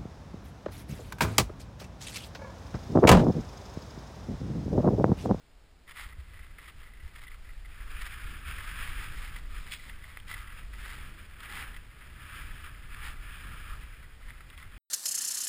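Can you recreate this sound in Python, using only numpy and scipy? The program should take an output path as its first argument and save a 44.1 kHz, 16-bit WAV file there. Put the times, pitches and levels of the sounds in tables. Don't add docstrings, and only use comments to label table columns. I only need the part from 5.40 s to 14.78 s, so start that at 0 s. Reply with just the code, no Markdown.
import sys
import numpy as np
from scipy import signal
from scipy.fft import rfft, irfft, next_fast_len
from scipy.io import wavfile
from scipy.ndimage import uniform_filter1d, map_coordinates

SR = 44100
rng = np.random.default_rng(int(sys.argv[2]) if len(sys.argv) > 2 else 0)


def master_out(mix):
    frames = np.transpose(np.atleast_2d(mix))
    ceiling = np.clip(frames, -1, 1)
    pcm = np.round(ceiling * 32767).astype(np.int16)
    wavfile.write(sys.argv[1], SR, pcm)


N = 413658
TIME_S = np.arange(N) / SR


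def amp(db):
    return 10 ** (np.asarray(db) / 20)


def unit(x):
    return x / np.sqrt(np.mean(x ** 2) + 1e-20)


def wobble(rate_hz):
    knots = rng.standard_normal(int(N * rate_hz / SR) + 4)
    return map_coordinates(knots, [TIME_S * rate_hz])


def shape(points):
    freq_hz, level_db = np.transpose(points)
    return lambda hz: amp(np.interp(np.log(hz + 1), np.log(freq_hz), level_db))


def resonances(modes):
    return lambda hz: np.sqrt(sum(
        np.abs(amp(db) * hz * width / (centre ** 2 - hz ** 2 + 1j * hz * width)) ** 2
        for centre, width, db in modes))


def coloured(x, gain):
    size = 2 * next_fast_len(N // 2 + SR // 4)
    magnitude = np.maximum(gain(np.fft.rfftfreq(size, 1 / SR)), 1e-6)
    cepstrum = irfft(np.log(magnitude), size)
    cepstrum[1:size // 2] *= 2
    cepstrum[size // 2 + 1:] = 0
    return irfft(rfft(x, size) * np.exp(rfft(cepstrum)), size)[:N]


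def noise(spectrum):
    return unit(coloured(rng.standard_normal(N), shape(spectrum)))


def grains(per_s, spread_db):
    sizes = amp(spread_db * np.minimum(rng.exponential(size=N), 4))
    return unit((rng.random(N) < per_s / SR) * sizes * rng.choice([-1, 1], N))


def strike(t, rise_s, t60_s):
    return (1 - np.exp(-t / rise_s)) * amp(-60 * t / t60_s)


def add(track, start_s, sound):
    part = track[round(start_s * SR):][:len(sound)]
    part += sound[:len(part)]


def swell_power(rows, column=1, roundness=1.34, drop_db=11):
    power = np.zeros(N)
    for row in rows:
        peak_s, level_db, half_length_s = row[0], row[column], row[2]
        away = np.abs(TIME_S - peak_s) / half_length_s
        near = away < 4
        power[near] += amp(level_db - drop_db * away[near] ** roundness) ** 2
    return power


def cut_in(start_s=0.48, rise_s=0.03):
    return np.clip((TIME_S - start_s) / rise_s, 0, 1)


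# time_s, level_db
HEADWIND = [(0.0, -75.5), (0.68, -63.5), (2.27, -65), (2.3, -60.5), (3.29, -54), (4.75, -61), (5.56, -57),
            (5.64, -55.5), (5.9, -59.5), (6.16, -55), (6.45, -61.5), (7.13, -55), (7.21, -58.5),
            (8.15, -56), (8.8, -61.5), (8.93, -59), (9.3, -61.5), (9.38, -58)]


def speed_power(cruise_db, db_per_db, cruise_headwind_db=-59):
    headwind_db = np.interp(TIME_S, *np.transpose(HEADWIND))
    return amp(cruise_db + db_per_db * (headwind_db - cruise_headwind_db)) ** 2


def eddies(spectrum):
    flow = noise(spectrum)
    local_power = np.abs(uniform_filter1d(flow ** 2, size=SR // 7))
    return unit(flow / np.sqrt(local_power + 0.05))


# freq_hz, density_db
LARGE_EDDY_SPECTRUM = [(4, -24.5), (12, 0.5), (24, -3), (37, -1), (48, -4.5), (60, -17), (100, -49.5)]
SMALL_EDDY_SPECTRUM = [(35, -25), (52, -2.5), (63, 1.5), (80, -5.5), (105, -12.5), (150, -23.5), (400, -65)]
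RUSH_SPECTRUM = [(40, -14.5), (90, 2.5), (130, 2.5), (200, -5), (320, -10.5), (600, -21), (1500, -24),
                 (6000, -61)]
AIR_SPECTRUM = [(100, 2), (450, -2), (800, -4.5), (2000, -7), (4500, -11.5), (6000, -12.5)]
# peak_s, large_eddy_db, half_length_s, small_eddy_db, rush_db
WIND_GUSTS = [(0.68, -51, 0.089, -50, -65), (1.02, -49, 0.19, -51, -70), (1.38, -46.5, 0.08, -53, -70),
              (1.65, -43.5, 0.07, -55, -69), (2.15, -43, 0.47, -54.5, -75), (2.6, -38, 0.2, -55, -62),
              (2.98, -40, 0.28, -48, -62), (3.6, -37.5, 0.39, -46.5, -60), (4.07, -38, 0.3, -51, -63),
              (4.55, -44, 0.17, -53, -68), (4.96, -44.5, 0.12, -50.5, -64), (5.37, -41, 0.41, -51.5, -66),
              (5.65, -54, 0.12, -54, -54), (6.3, -45.5, 0.2, -63, -64), (7.15, -43.5, 0.21, -48.5, -62),
              (7.7, -39, 0.23, -51, -62), (8.1, -48, 0.064, -50, -58), (8.37, -42, 0.21, -50, -61),
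              (9.27, -48, 0.1, -53, -68)]


def wind():
    large = np.sqrt(speed_power(cruise_db=-51, db_per_db=0.7) + swell_power(WIND_GUSTS))
    small = np.sqrt(speed_power(cruise_db=-55, db_per_db=0.88) + swell_power(WIND_GUSTS, column=3))
    stream = np.sqrt(speed_power(cruise_db=-61, db_per_db=1.24) + swell_power(WIND_GUSTS, column=4))
    thumps = eddies(LARGE_EDDY_SPECTRUM) * large * amp(2.2 * wobble(9))
    flutter = eddies(SMALL_EDDY_SPECTRUM) * small * amp(1.8 * wobble(14))
    rush = noise(RUSH_SPECTRUM) * stream * amp(1.2 * wobble(20))
    return thumps + flutter + rush + amp(-63) * noise(AIR_SPECTRUM)


# freq_hz, density_db
HISS_SPECTRUM = [(400, -21), (750, -20.5), (1000, -10.5), (1250, -0.3), (1500, -0.5), (1700, 3),
                 (2000, -5.5), (2400, -0.5), (2800, -5.5), (3300, -6.5), (4300, -20.5), (5100, -14),
                 (6500, -31), (9000, -52.5)]
CRUNCH_SPECTRUM = [(200, -8.5), (450, -9.5), (650, -23), (820, 2), (1000, -9), (1600, -12), (4000, -43)]
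# peak_s, hiss_db, half_length_s, crunch_db, hollow_db
SKI_SURGES = [(0.62, -62, 0.04, -68, -72), (3.1, -46, 0.063, -74, -66), (3.29, -45.5, 0.031, -74, -60),
              (3.425, -42, 0.059, -71, -61), (3.61, -49, 0.15, -64, -60), (3.86, -54, 0.059, -60, -66),
              (4.17, -50.5, 0.072, -75, -53.5), (5.19, -50, 0.028, -80, -66), (6.19, -44, 0.11, -54.5, -68),
              (6.63, -58, 0.11, -77, -74), (6.96, -46, 0.094, -74, -61), (7.26, -52, 0.07, -78, -55),
              (7.66, -44, 0.066, -59.5, -60), (7.96, -49, 0.11, -80, -68), (8.13, -55, 0.062, -80, -54),
              (8.31, -57, 0.08, -78, -51.5)]
# start_s, hold_s, hiss_db, hollow_db
SKI_TURNS = [(2.42, 0.08, -59, -67), (2.508, 0.42, -48.5, -64), (3.057, 0.59, -47.5, -69),
             (3.783, 0.06, -58, -74), (4.895, 0.23, -54, -58.5), (5.39, 0.27, -52.5, -71),
             (6.013, 0.29, -53.5, -65), (6.815, 0.44, -52.5, -65), (7.52, 0.15, -52.5, -54.5),
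             (7.84, 0.46, -52.5, -63)]


def skis(bite_db_per_s=294, release_db_per_s=68, chatter_db=3):
    turn_hiss, turn_hollow = np.zeros(N), np.zeros(N)
    for start_s, hold_s, hiss_db, hollow_db in SKI_TURNS:
        before_s = np.maximum(start_s - TIME_S, 0)
        after_s = np.maximum(TIME_S - start_s - hold_s, 0)
        edging = amp(-bite_db_per_s * before_s - release_db_per_s * after_s)
        turn_hiss += (amp(hiss_db) * edging) ** 2
        turn_hollow += (amp(hollow_db) * edging) ** 2
    chatter = amp(chatter_db * wobble(20))
    glide = cut_in() * speed_power(cruise_db=-60, db_per_db=0.99) * chatter ** 2
    carve = np.sqrt(glide + turn_hiss + swell_power(SKI_SURGES))
    load = np.sqrt(swell_power(SKI_SURGES, column=3))
    sweep = np.sqrt(turn_hollow + swell_power(SKI_SURGES, column=4))
    crystals = unit(rng.standard_normal(N) + 0.74 * grains(per_s=3000, spread_db=3.5))
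    flicker = amp(-0.6 + 0.7 * wobble(22) + 1.1 * wobble(130))
    hiss = unit(coloured(crystals, shape(HISS_SPECTRUM))) * carve * flicker
    hollow_band = resonances([(1290, 300, 0)])
    hollow = unit(coloured(rng.standard_normal(N), lambda hz: hollow_band(hz) ** 2))
    crunch = noise(CRUNCH_SPECTRUM) * load * amp(1.2 * wobble(25))
    return hiss + crunch + hollow * sweep * amp(1.2 * wobble(40))


# freq_hz, density_db
FABRIC_SPECTRUM = [(400, -27.5), (750, -20), (1250, -6), (1600, -9), (2000, 0.5), (2400, -10), (2900, -11),
                   (3450, -10.5), (4300, -19.5), (5100, -17), (6500, -24.5), (9000, -49.5)]
# peak_s, level_db, half_length_s
CLOTHING_RUBS = [(0.502, -49.5, 0.027), (0.607, -44, 0.057), (0.68, -53.5, 0.05), (0.8, -60, 0.028),
                 (0.98, -59.5, 0.1), (1.25, -54, 0.047), (1.292, -49.5, 0.019), (1.42, -58, 0.05),
                 (1.66, -61.5, 0.06), (1.775, -53.5, 0.036), (1.835, -53.5, 0.028), (1.93, -57, 0.033),
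                 (2.62, -42.5, 0.021), (2.668, -44.5, 0.016), (2.725, -50, 0.021), (3.25, -51, 0.11),
                 (3.45, -46.5, 0.091), (3.625, -46, 0.046), (3.81, -48.5, 0.097), (3.965, -50, 0.035),
                 (4.28, -49, 0.023), (4.48, -52, 0.035), (4.68, -54, 0.096), (4.918, -45.5, 0.04),
                 (4.99, -50.5, 0.044), (5.5, -48, 0.13), (6.045, -48.5, 0.022), (6.165, -44, 0.081),
                 (7.672, -44.5, 0.027), (8.89, -54, 0.04), (9.21, -53, 0.038)]


def clothing():
    flapping = cut_in() * speed_power(cruise_db=-65, db_per_db=0.35) * amp(1.5 * wobble(25)) ** 2
    motion = np.sqrt(flapping + swell_power(CLOTHING_RUBS, roundness=2.73))
    weave = 0.69 * rng.standard_normal(N) + grains(per_s=1800, spread_db=3.5)
    clumping = amp(0.63 * wobble(60) + 1.74 * wobble(240))
    return unit(coloured(weave * clumping, shape(FABRIC_SPECTRUM))) * motion


# centre_hz, width_hz, level_db
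PLASTIC_MODES = [(1320, 160, -16), (2010, 120, -6.5), (3220, 200, -38)]


def gear_rattle(level_db=-66, knocks_per_s=14, t60_s=0.063):
    knocks = (rng.random(N) < knocks_per_s / SR) * amp(rng.uniform(-6, 0, N)) ** 2
    decay = amp(-60 * TIME_S[:SR // 10] / t60_s)
    power = np.abs(signal.fftconvolve(knocks, decay ** 2)[:N])
    bursts = rng.standard_normal(N) * np.sqrt(power)
    return unit(coloured(bursts, resonances(PLASTIC_MODES))) * cut_in() * amp(level_db)


# start_s, relative_db, pitch_hz
CAMERA_JOLTS = [(0.656, -35, 65), (0.784, -26, 64), (1.628, -30.5, 68.3), (3.062, -27.5, 71)]


def camera_jolts():
    track, t = np.zeros(N), TIME_S[:SR // 5]
    for start_s, relative_db, pitch_hz in CAMERA_JOLTS:
        envelope = amp(relative_db - 0.5) * strike(t, rise_s=0.011, t60_s=0.13)
        add(track, start_s, envelope * np.sin(2 * np.pi * pitch_hz * t))
    return track


# start_s, relative_db, crack_offset_db
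GEAR_TICKS = [(0.723, -43.5, -14), (0.9901, -43, -17), (1.183, -39, -20), (1.2196, -48, -10),
              (1.535, -48, -10), (1.601, -45, -12), (1.8795, -48.5, 3.5), (1.9155, -42, -18),
              (1.943, -45, -20), (2.0892, -43, -17), (2.256, -45.5, -8), (3.1818, -33, -10),
              (3.962, -36, -6), (4.3202, -35, 5.5), (4.495, -37.5, -5), (4.6403, -37.5, -14),
              (4.7996, -49.5, 4), (4.882, -46, 7.5), (4.9397, -34, -3), (5.0729, -40.5, -9),
              (5.3336, -38, -15), (6.003, -39, -6), (6.342, -39, -10), (6.3639, -38, -3), (7.0118, -37, -6),
              (8.9026, -54, -16), (9.005, -42, -14), (9.1006, -48, 5.5), (9.176, -42.5, 0),
              (9.225, -39, -15)]


def gear_ticks():
    rings, cracks, t = np.zeros(N), np.zeros(N), TIME_S[:SR // 20]
    plastic = coloured(rng.standard_normal(N), resonances(PLASTIC_MODES))
    for start_s, relative_db, crack_offset_db in GEAR_TICKS:
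        rub = strike(t, rise_s=0.0025, t60_s=0.04) * plastic[round(start_s * SR):][:len(t)]
        add(rings, start_s, amp(relative_db - 16.5) * unit(rub))
        crack = strike(t, rise_s=0.00032, t60_s=0.022) * rng.standard_normal(len(t))
        add(cracks, start_s, amp(relative_db + crack_offset_db - 1) * crack)
    bright = shape([(400, -36), (1200, -16), (3300, 12.5), (4300, -4), (6000, -6)])
    return rings + coloured(cracks, bright)


# centre_hz, width_hz, level_db
EDGE_MODES = [(2200, 640, 5.5), (2950, 960, -4), (3400, 150, 4.5), (3950, 310, -1), (4500, 250, -19),
              (5070, 300, -2)]
# peak_s, level_db, half_length_s
EDGE_SCRAPES = [(4.2, -54.5, 0.1), (4.335, -40.5, 0.029), (4.42, -55, 0.088)]


def edge_scrape():
    slips = 0.5 * rng.standard_normal(N) + grains(per_s=2800, spread_db=1.5)
    roughness = amp(1.2 * wobble(240))
    contact = np.sqrt(swell_power(EDGE_SCRAPES, roundness=1.6))
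    return unit(coloured(slips * roughness, resonances(EDGE_MODES))) * contact


# start_s, relative_db
SNOW_PATS = [(4.772, -30.5), (5.460, -32), (6.173, -32), (6.226, -33), (8.905, -38)]


def snow_pats(t60_s=0.0096):
    track, t = np.zeros(N), TIME_S[:SR // 40]
    for start_s, relative_db in SNOW_PATS:
        envelope = amp(relative_db + 5 - 60 * t / t60_s)
        add(track, start_s, envelope * rng.standard_normal(len(t)))
    dull = shape([(400, -11), (1000, -0.5), (2200, 7), (4500, -18), (6000, -19)])
    return coloured(track, dull)


def scene():
    mono = (skis() + edge_scrape() + clothing() + gear_ticks() + snow_pats() + camera_jolts()
            + wind() + gear_rattle())
    return np.array([mono, mono])


CAMERA_RATE_HZ, HOLD_REPEATS, CUTOFF_HZ = 12000, 4, 15400


def record(dry):
    anti_alias = shape([(5100, 0.5), (5500, -2.5), (6000, -9), (6600, -29.5)])
    slow = signal.resample_poly(coloured(dry.mean(axis=0), anti_alias), CAMERA_RATE_HZ, SR)
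    steps = np.repeat(slow, HOLD_REPEATS)
    held = signal.resample_poly(steps, SR, HOLD_REPEATS * CAMERA_RATE_HZ)[:N]
    hiss_spectrum = [(40, -26), (200, 3), (650, 5), (2000, -29), (4400, -6.5), (7100, -18), (12000, -34)]
    stereo = held + amp(-79) * np.array([noise(hiss_spectrum), noise(hiss_spectrum)])
    size = next_fast_len(N + SR // 4)
    passband = np.fft.rfftfreq(size, 1 / SR) < CUTOFF_HZ
    return irfft(rfft(stereo, size) * passband, size)[:, :N]


dry = scene()
out = record(dry)
master_out(out)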